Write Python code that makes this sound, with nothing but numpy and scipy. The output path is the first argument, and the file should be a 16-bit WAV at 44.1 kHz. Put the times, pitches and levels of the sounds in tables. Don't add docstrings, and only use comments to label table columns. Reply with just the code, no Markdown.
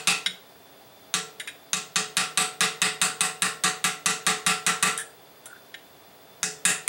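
import sys
import numpy as np
from scipy import signal
from scipy.fft import rfft, irfft
from scipy.io import wavfile

SR = 44100
rng = np.random.default_rng(int(sys.argv[2]) if len(sys.argv) > 2 else 0)


def persist_wave(psi):
    counts = np.round(np.clip(psi, -1, 1) * 32767).astype(np.int16)
    wavfile.write(sys.argv[1], SR, np.atleast_2d(counts).T)


def decibels_to_gain(level_db):
    exponent = np.asarray(level_db, float) / 20
    return 10 ** exponent


N = 303408
LEAD = SR // 4
LONG = N + LEAD

# start_s, strength_db, brightness_db, crack_db, squareness of the face (-0.61 to 1.9, higher is
BLOWS = [(-0.1304, -30, -4, -4, 0.5), (0.0722, -31.5, -4.5, 2.5, 0.51), (1.14, -38, 0.5, 7.5, -0.39),
         (1.732, -37.5, -2.6, 8, -0.47), (1.9584, -33.5, -3.5, 1, -0.41), (2.1688, -31, -5, 2, 0.47),
         (2.3741, -31, -5.4, 2, 0.76), (2.6069, -30, -4, 1.5, 0.33), (2.8176, -30, -5.5, 1.5, 0.26),
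         (3.0153, -30.5, -2.7, 1, 0.45), (3.2074, -33.5, -2.5, 6, 0.93), (3.4209, -32, -6, 3, 0.88),
         (3.6375, -30.5, -5.5, -1.5, 0.28), (3.8413, -35, -3, 2.5, 0.77), (4.0593, -31, -2.5, 1, 0.28),
         (4.2656, -29, -4, -1.5, 0.3), (4.464, -30, -4, 0.5, 0.67), (4.6648, -30.5, -5.5, 0, 0.37),
         (4.8263, -27.5, -6, -1, 0.99), (6.4307, -40, 3, 6.5, -0.61), (6.6517, -28.5, -1.5, -3.5, 1.07),
         (6.878, -25, -15, -9.5, 1.9)]
START_S, STRENGTH_DB, BRIGHT_DB, CRACK_DB, SQUARENESS = np.array(BLOWS).T

# pitch_hz, level_db, sinking_db_per_s, squareness_db, reseated_db
WASH_TONE = [(750, -1.1, 0.04, 3.4, -0.5), (1220, 0, 0.57, 2.9, -12.5), (1520, 0.5, 0.46, 1.2, -0.5),
             (1980, 0, 0.97, 1.6, -5.7), (2570, 5, -0.8, 2.6, 2.6), (4300, 8.5, -1.29, 0.3, 0),
             (6330, -0.6, 0.21, -3, -0.7), (9050, 0.8, -0.82, 7, 1)]


def rms_one(x):
    return x / np.sqrt(np.mean(x ** 2) + 1e-20)


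def at_hz(points, hz):
    points_hz, values = np.array(points)[:, :2].T
    return np.interp(np.log(hz), np.log(points_hz), values)


def clicks(seconds, sizes):
    out = np.full(LONG, 1e-18)
    places = (np.asarray(seconds) * SR).astype(int) + LEAD
    np.add.at(out, np.minimum(places, LONG - 1), sizes)
    return out


def ring(x, hz, t60):
    radius = decibels_to_gain(-60 / (t60 * SR))
    angle = 2 * np.pi * hz / SR
    return signal.lfilter([0, np.sin(angle)], [1, -2 * radius * np.cos(angle), radius * radius], x)


def band(x, low_hz, high_hz):
    sos = signal.butter(2, [low_hz, min(high_hz, .45 * SR)], "band", fs=SR, output="sos")
    return signal.sosfilt(sos, x)


def delayed(x, seconds):
    return np.pad(x, (round(seconds * SR), 0))[:LONG]


def toned(rows, hz):
    reseat_s = 5.5
    base_db, sink_db, square_db, reseat_db = (at_hz([(row[0], row[k]) for row in rows], hz) for k in (1, 2, 3, 4))
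    shift_db = base_db + sink_db * START_S + square_db * SQUARENESS + reseat_db * (START_S > reseat_s)
    return shift_db * (hz > 600)


def struck(modes, level_db, tone, spread_db, swell_cycles=0):
    chance = rng.standard_normal((len(START_S), len(modes)))
    out = np.zeros(LONG)
    for k, (hz, db, t60) in enumerate(modes):
        blow_db = level_db + db + toned(tone, hz) + spread_db * chance[:, k]
        mode = ring(clicks(START_S, decibels_to_gain(blow_db)), hz, t60)
        if swell_cycles:
            mode = ring(mode, hz, swell_cycles / hz) * 2 * np.log(1000) * hz / (swell_cycles * SR)
        out += mode
    return out


def room_bands(build_s):
    # pitch_hz, level_db (per Hz)
    echo_colour = [(170, -3), (300, -4), (600, -11.5), (900, -10), (1350, -1.5), (2000, -6), (2700, -3.5),
                   (3800, -8), (5600, -10.5), (7700, -4), (9500, -9.5), (11500, -20), (15500, -28.5)]
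    # pitch_hz, t60_s
    room_t60 = [(200, 0.26), (800, 0.39), (2200, 0.33), (6000, .32), (15000, 0.19)]
    t = np.arange(SR // 2) / SR
    edges_hz = 120 * 2 ** np.arange(0, 7.2, 1 / 6)
    white = rng.standard_normal((2, 4, len(t)))
    for k, (low_hz, high_hz) in enumerate(zip(edges_hz, edges_hz[1:])):
        hz = np.sqrt(low_hz * high_hz)
        swell = 1 - np.exp(-t / (build_s * max(1, 1500 / hz)))
        decay = decibels_to_gain(at_hz(echo_colour, hz) - 60 * t / at_hz(room_t60, hz))
        yield hz, band(white[k % 2], low_hz, high_hz) * swell * decay


def blows_in_room(bands, spread_db, slip_s):
    top_hz, top_db, top_octaves = 8060, 3.5, 0.087
    top_octaves_per_square, top_scatter_octaves = 0.088, .03
    sameness = 1.5
    count = len(START_S)
    chance = rng.standard_normal((count, len(bands), 2))
    moved_octaves = top_octaves_per_square * SQUARENESS + top_scatter_octaves * rng.standard_normal(count)
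    peak_hz = top_hz * 2 ** moved_octaves
    blend = rng.standard_normal((count, 4)) + [sameness, 0, 0, 0]
    blend /= np.linalg.norm(blend, axis=1, keepdims=True)
    out = np.zeros(LONG + SR)
    for k, (hz, answers) in enumerate(bands):
        tilt_db = (BRIGHT_DB + 7.0) * np.clip(np.log2(hz / 3000), 0, 1) + toned(WASH_TONE, hz)
        peak_db = top_db * np.exp(-(np.log2(hz / peak_hz) / top_octaves) ** 2)
        gains = decibels_to_gain(STRENGTH_DB + tilt_db + peak_db + spread_db * chance[:, k, 1])
        starts = ((START_S + slip_s * np.abs(chance[:, k, 0])) * SR).astype(int) + LEAD
        for start, answer, gain in zip(starts, blend @ answers, gains):
            out[start:start + len(answer)] += gain * answer
    return out[:LONG]


def steel_crack():
    # pitch_hz, level_db, t60_s
    crack_modes = [(1500, -13, 0.037), (2100, -19, 0.0046), (3775, -10.5, 0.0092), (6300, -8.5, 0.0034),
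                   (9050, -2.5, 0.0026), (14500, -16, 0.00081)]
    # pitch_hz, level_db, sinking_db_per_s, squareness_db, reseated_db
    crack_tone = [(1460, -8, -0.13, -8.5, .1), (2540, -23.5, 5.5, 5, 3), (3990, 6.5, -1.45, -0.3, .1),
                  (5900, 2, 0.33, -9, .1), (8800, -8.5, 0.91, 2.9, 0.094)]
    # delay_s, level_db
    walls = [
        (.0052, -5),
        (.0096, -4),
        (.0145, -8),
    ]
    crack = band(struck(crack_modes, STRENGTH_DB + CRACK_DB + 31, crack_tone, spread_db=1), 900, 12500)
    crack = decibels_to_gain(-11) * crack + delayed(crack, .00044)
    echoes = sum(decibels_to_gain(db) * delayed(crack, s) for s, db in walls)
    return crack + band(echoes, 900, 14400)


def followed_db(level_db, share):
    mean_blow_db = -30.5
    return level_db + share * (STRENGTH_DB - mean_blow_db)


def ringing_steel():
    # pitch_hz, level_db, t60_s
    steel_modes = [(430.3, -6.5, 0.57), (458, -14, 0.79), (742.5, -3, 0.49), (806, -6, 0.27),
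                   (1083, -9.5, 0.43), (1171, 6.5, 0.16), (1354, -2, 0.46), (1653, -0.5, 0.23),
                   (1668, -2.5, 0.12), (1968, 0, 0.16), (2560, 2, 0.2), (1810, -17, 0.13),
                   (3776, -5.5, 0.19), (4430, -2, 0.14)]
    return struck(steel_modes, followed_db(-45, 0.34) + 15.0, WASH_TONE, spread_db=3, swell_cycles=44.0)


def bench_thud():
    # pitch_hz, level_db, t60_s
    bench_modes = [(156.6, -19, 0.54), (179.3, -5, 0.21), (204, -19.5, 0.15), (353, -7, 0.066)]
    soft = np.exp(-1 / (0.0021 * SR))
    push = struck(bench_modes, followed_db(-41, .55) + 29.0, WASH_TONE, spread_db=1.5)
    thud = signal.lfilter([1 - soft], [1, -soft], push)
    return band(band(thud, 140, 360), 140, 360)


def room_wash(bands):
    # pitch_hz, width_hz, level_db
    lumps = [(1350, 350, -8.5), (1925, 335, 1), (2640, 480, -4.5), (3790, 230, -4.5), (4580, 140, -13)]
    wash = blows_in_room(bands, spread_db=2, slip_s=.0002)
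    for hz, width_hz, db in lumps:
        wash = wash + decibels_to_gain(db) * band(wash, hz - width_hz / 2, hz + width_hz / 2)
    return decibels_to_gain(21.0) * wash


def hammer(bands):
    return steel_crack() + ringing_steel() + bench_thud() + room_wash(bands)


def background():
    # pitch_hz, level_db (per Hz)
    air_colour = [(18, -61), (30, -7), (140, -4.5), (256, -8.5), (292, -1), (324, -11), (389, -1),
                  (455, -3.5), (673, -9.5), (787, -3), (852, -7.5), (8950, -24), (15500, -23.5)]
    # pitch_hz, width_hz, level_db
    fan_hums = [(660, 66, -59.5), (3530, 74, -63.5), (4140, 72, -71), (4740, 110, -68), (9960, 97, -72.5),
                (13200, 400, -69)]
    air_db, whine_db = -51 - 1.5, -59
    whine_hz, throb_hz, throb_null_s = 15741.5, 6.535, .447
    hz = np.maximum(np.fft.rfftfreq(LONG, 1 / SR), 10)
    air = rms_one(irfft(rfft(rng.standard_normal(LONG)) * decibels_to_gain(at_hz(air_colour, hz)), LONG))
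    white = rng.standard_normal(LONG)
    fan = sum(decibels_to_gain(db) * rms_one(ring(white, centre_hz, 2.2 / width_hz)) for centre_hz, width_hz, db in fan_hums)
    t = (np.arange(LONG) - LEAD) / SR
    throb = np.sin(2 * np.pi * throb_hz * (t - throb_null_s))
    whine = 2 * np.sin(2 * np.pi * whine_hz * t) * throb
    return decibels_to_gain(air_db) * air + fan + decibels_to_gain(whine_db) * whine


def grit(length):
    t = np.arange(SR // 5) / SR
    uneven = rng.standard_normal(len(t)) * decibels_to_gain(3 * rng.standard_normal(len(t)))
    return uneven * (np.exp(-(t / length) ** 2) + 2 * np.exp(-t / .0008))


def add(out, s, sound, level_db, length):
    start = round(s * SR) + LEAD
    out[start:start + len(sound)] += decibels_to_gain(level_db) * rms_one(sound) * np.sqrt(5 * length)


def punch_knocks(out):
    # start_s, length_s, low_db, middle_db, top_db
    knocks = [
        (0.261, 0.013, -26.5, -20.5, -35.5),
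        (1.398, 0.018, -35, -37.5, -40.5),
        (1.474, 0.023, -36.5, -39.5, -44),
        (4.9765, .003, -50, -33, -23),
        (4.986, 0.037, -49, -44, -36),
        (5.457, 0.014, -56, -52, -40.5),
        (5.7415, 0.011, -37, -40, -55),
    ]
    # pitch_hz, t60_s
    punch_groups = [
        [(1650, .016), (1950, .018), (2250, .014)],
        [(3500, .01), (3850, .016), (4100, .005)],
        [(5600, .004), (7000, .007)],
        [(8900, .012), (9500, .009), (10600, .004), (12000, .001)],
    ]
    upper_dip_db = -6.5
    hand_damping, dry_touch_db, touch_dull = 0.7, -1.5, .4
    for s, length, low_db, middle_db, top_db in knocks:
        upper_db = (middle_db + top_db) / 2 + upper_dip_db
        touch = band(grit(length), 1300, 15000)
        for group, level_db in zip(punch_groups, (low_db, middle_db, upper_db, top_db)):
            rings = 0
            for hz, t60 in group:
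                held_s = hand_damping * t60
                resonance = rms_one(ring(ring(touch, hz, held_s), hz, held_s / 2))
                rings = rings + decibels_to_gain(2 * rng.standard_normal()) * resonance
            bare = rms_one(band(touch, .85 * group[0][0], 1.15 * group[-1][0]))
            knock = rms_one(rings) + decibels_to_gain(dry_touch_db) * bare
            add(out, s, signal.lfilter([1], [1, -touch_dull], knock), level_db, length)


def punch_rubs(out):
    # start_s, length_s, level_db, pitch_hz
    rubs = [(.263, .02, -45, 185), (1.4, .01, -40, 2900), (1.478, .014, -39, 2600), (4.985, .04, -37, 1700),
            (5.745, .008, -45, 3000), (5.462, .035, -53, 1430), (5.5, .005, -51, 1450),
            (5.511, .005, -43, 1500), (5.528, .013, -43, 1450), (5.545, .01, -52, 1550),
            (5.56, .007, -47, 1520), (5.59, .015, -56, 1500)]
    for s, length, level_db, hz in rubs:
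        add(out, s, ring(ring(grit(length), hz, 28 / hz), hz, 14 / hz), level_db, length)


def shifts(bands):
    out = np.zeros(LONG)
    punch_knocks(out)
    punch_rubs(out)
    answer = signal.lfilter([1, -.6], [1], sum(answers[0] for hz, answers in bands))
    return out + decibels_to_gain(-10) * signal.oaconvolve(out, answer / np.linalg.norm(answer))[:LONG]


def scene():
    bands = list(room_bands(build_s=0.00067))
    return (hammer(bands) + background() + shifts(bands))[None, LEAD:]


def limiter(dry):
    limit_db, release_db_s, attack_s = -8.5, 235, 0.0047
    ahead = round(0.24 * attack_s * SR)
    over_db = np.maximum(20 * np.log10(np.abs(dry[0]) + 1e-9) - limit_db, 0)
    fall_db = release_db_s * np.arange(N) / SR
    held_db = np.maximum.accumulate(over_db + fall_db) - fall_db
    held_db = np.pad(held_db, (0, ahead), mode="edge")
    r = np.exp(-1 / (attack_s * SR))
    squeeze_db = signal.lfilter([1 - r], [1, -r], held_db)[ahead:]
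    return dry * decibels_to_gain(-squeeze_db)


def top_cut(x):
    return signal.sosfilt(signal.butter(12, 16500, fs=SR, output="sos"), x)


def record(dry):
    bend = 0.12
    ceiling = .8
    rumble_db = -74
    x = signal.sosfilt(signal.butter(3, 120, "high", fs=SR, output="sos"), limiter(dry))
    x = ceiling * np.tanh((x + bend * x ** 2) / ceiling)
    x = x + decibels_to_gain(rumble_db) * rms_one(band(rng.standard_normal(N), 60, 130))
    mix = signal.sosfilt(signal.ellip(10, .5, 28, 15790, fs=SR, output="sos"), x)
    return top_cut(mix)


dry = scene()
out = record(dry)
persist_wave(out)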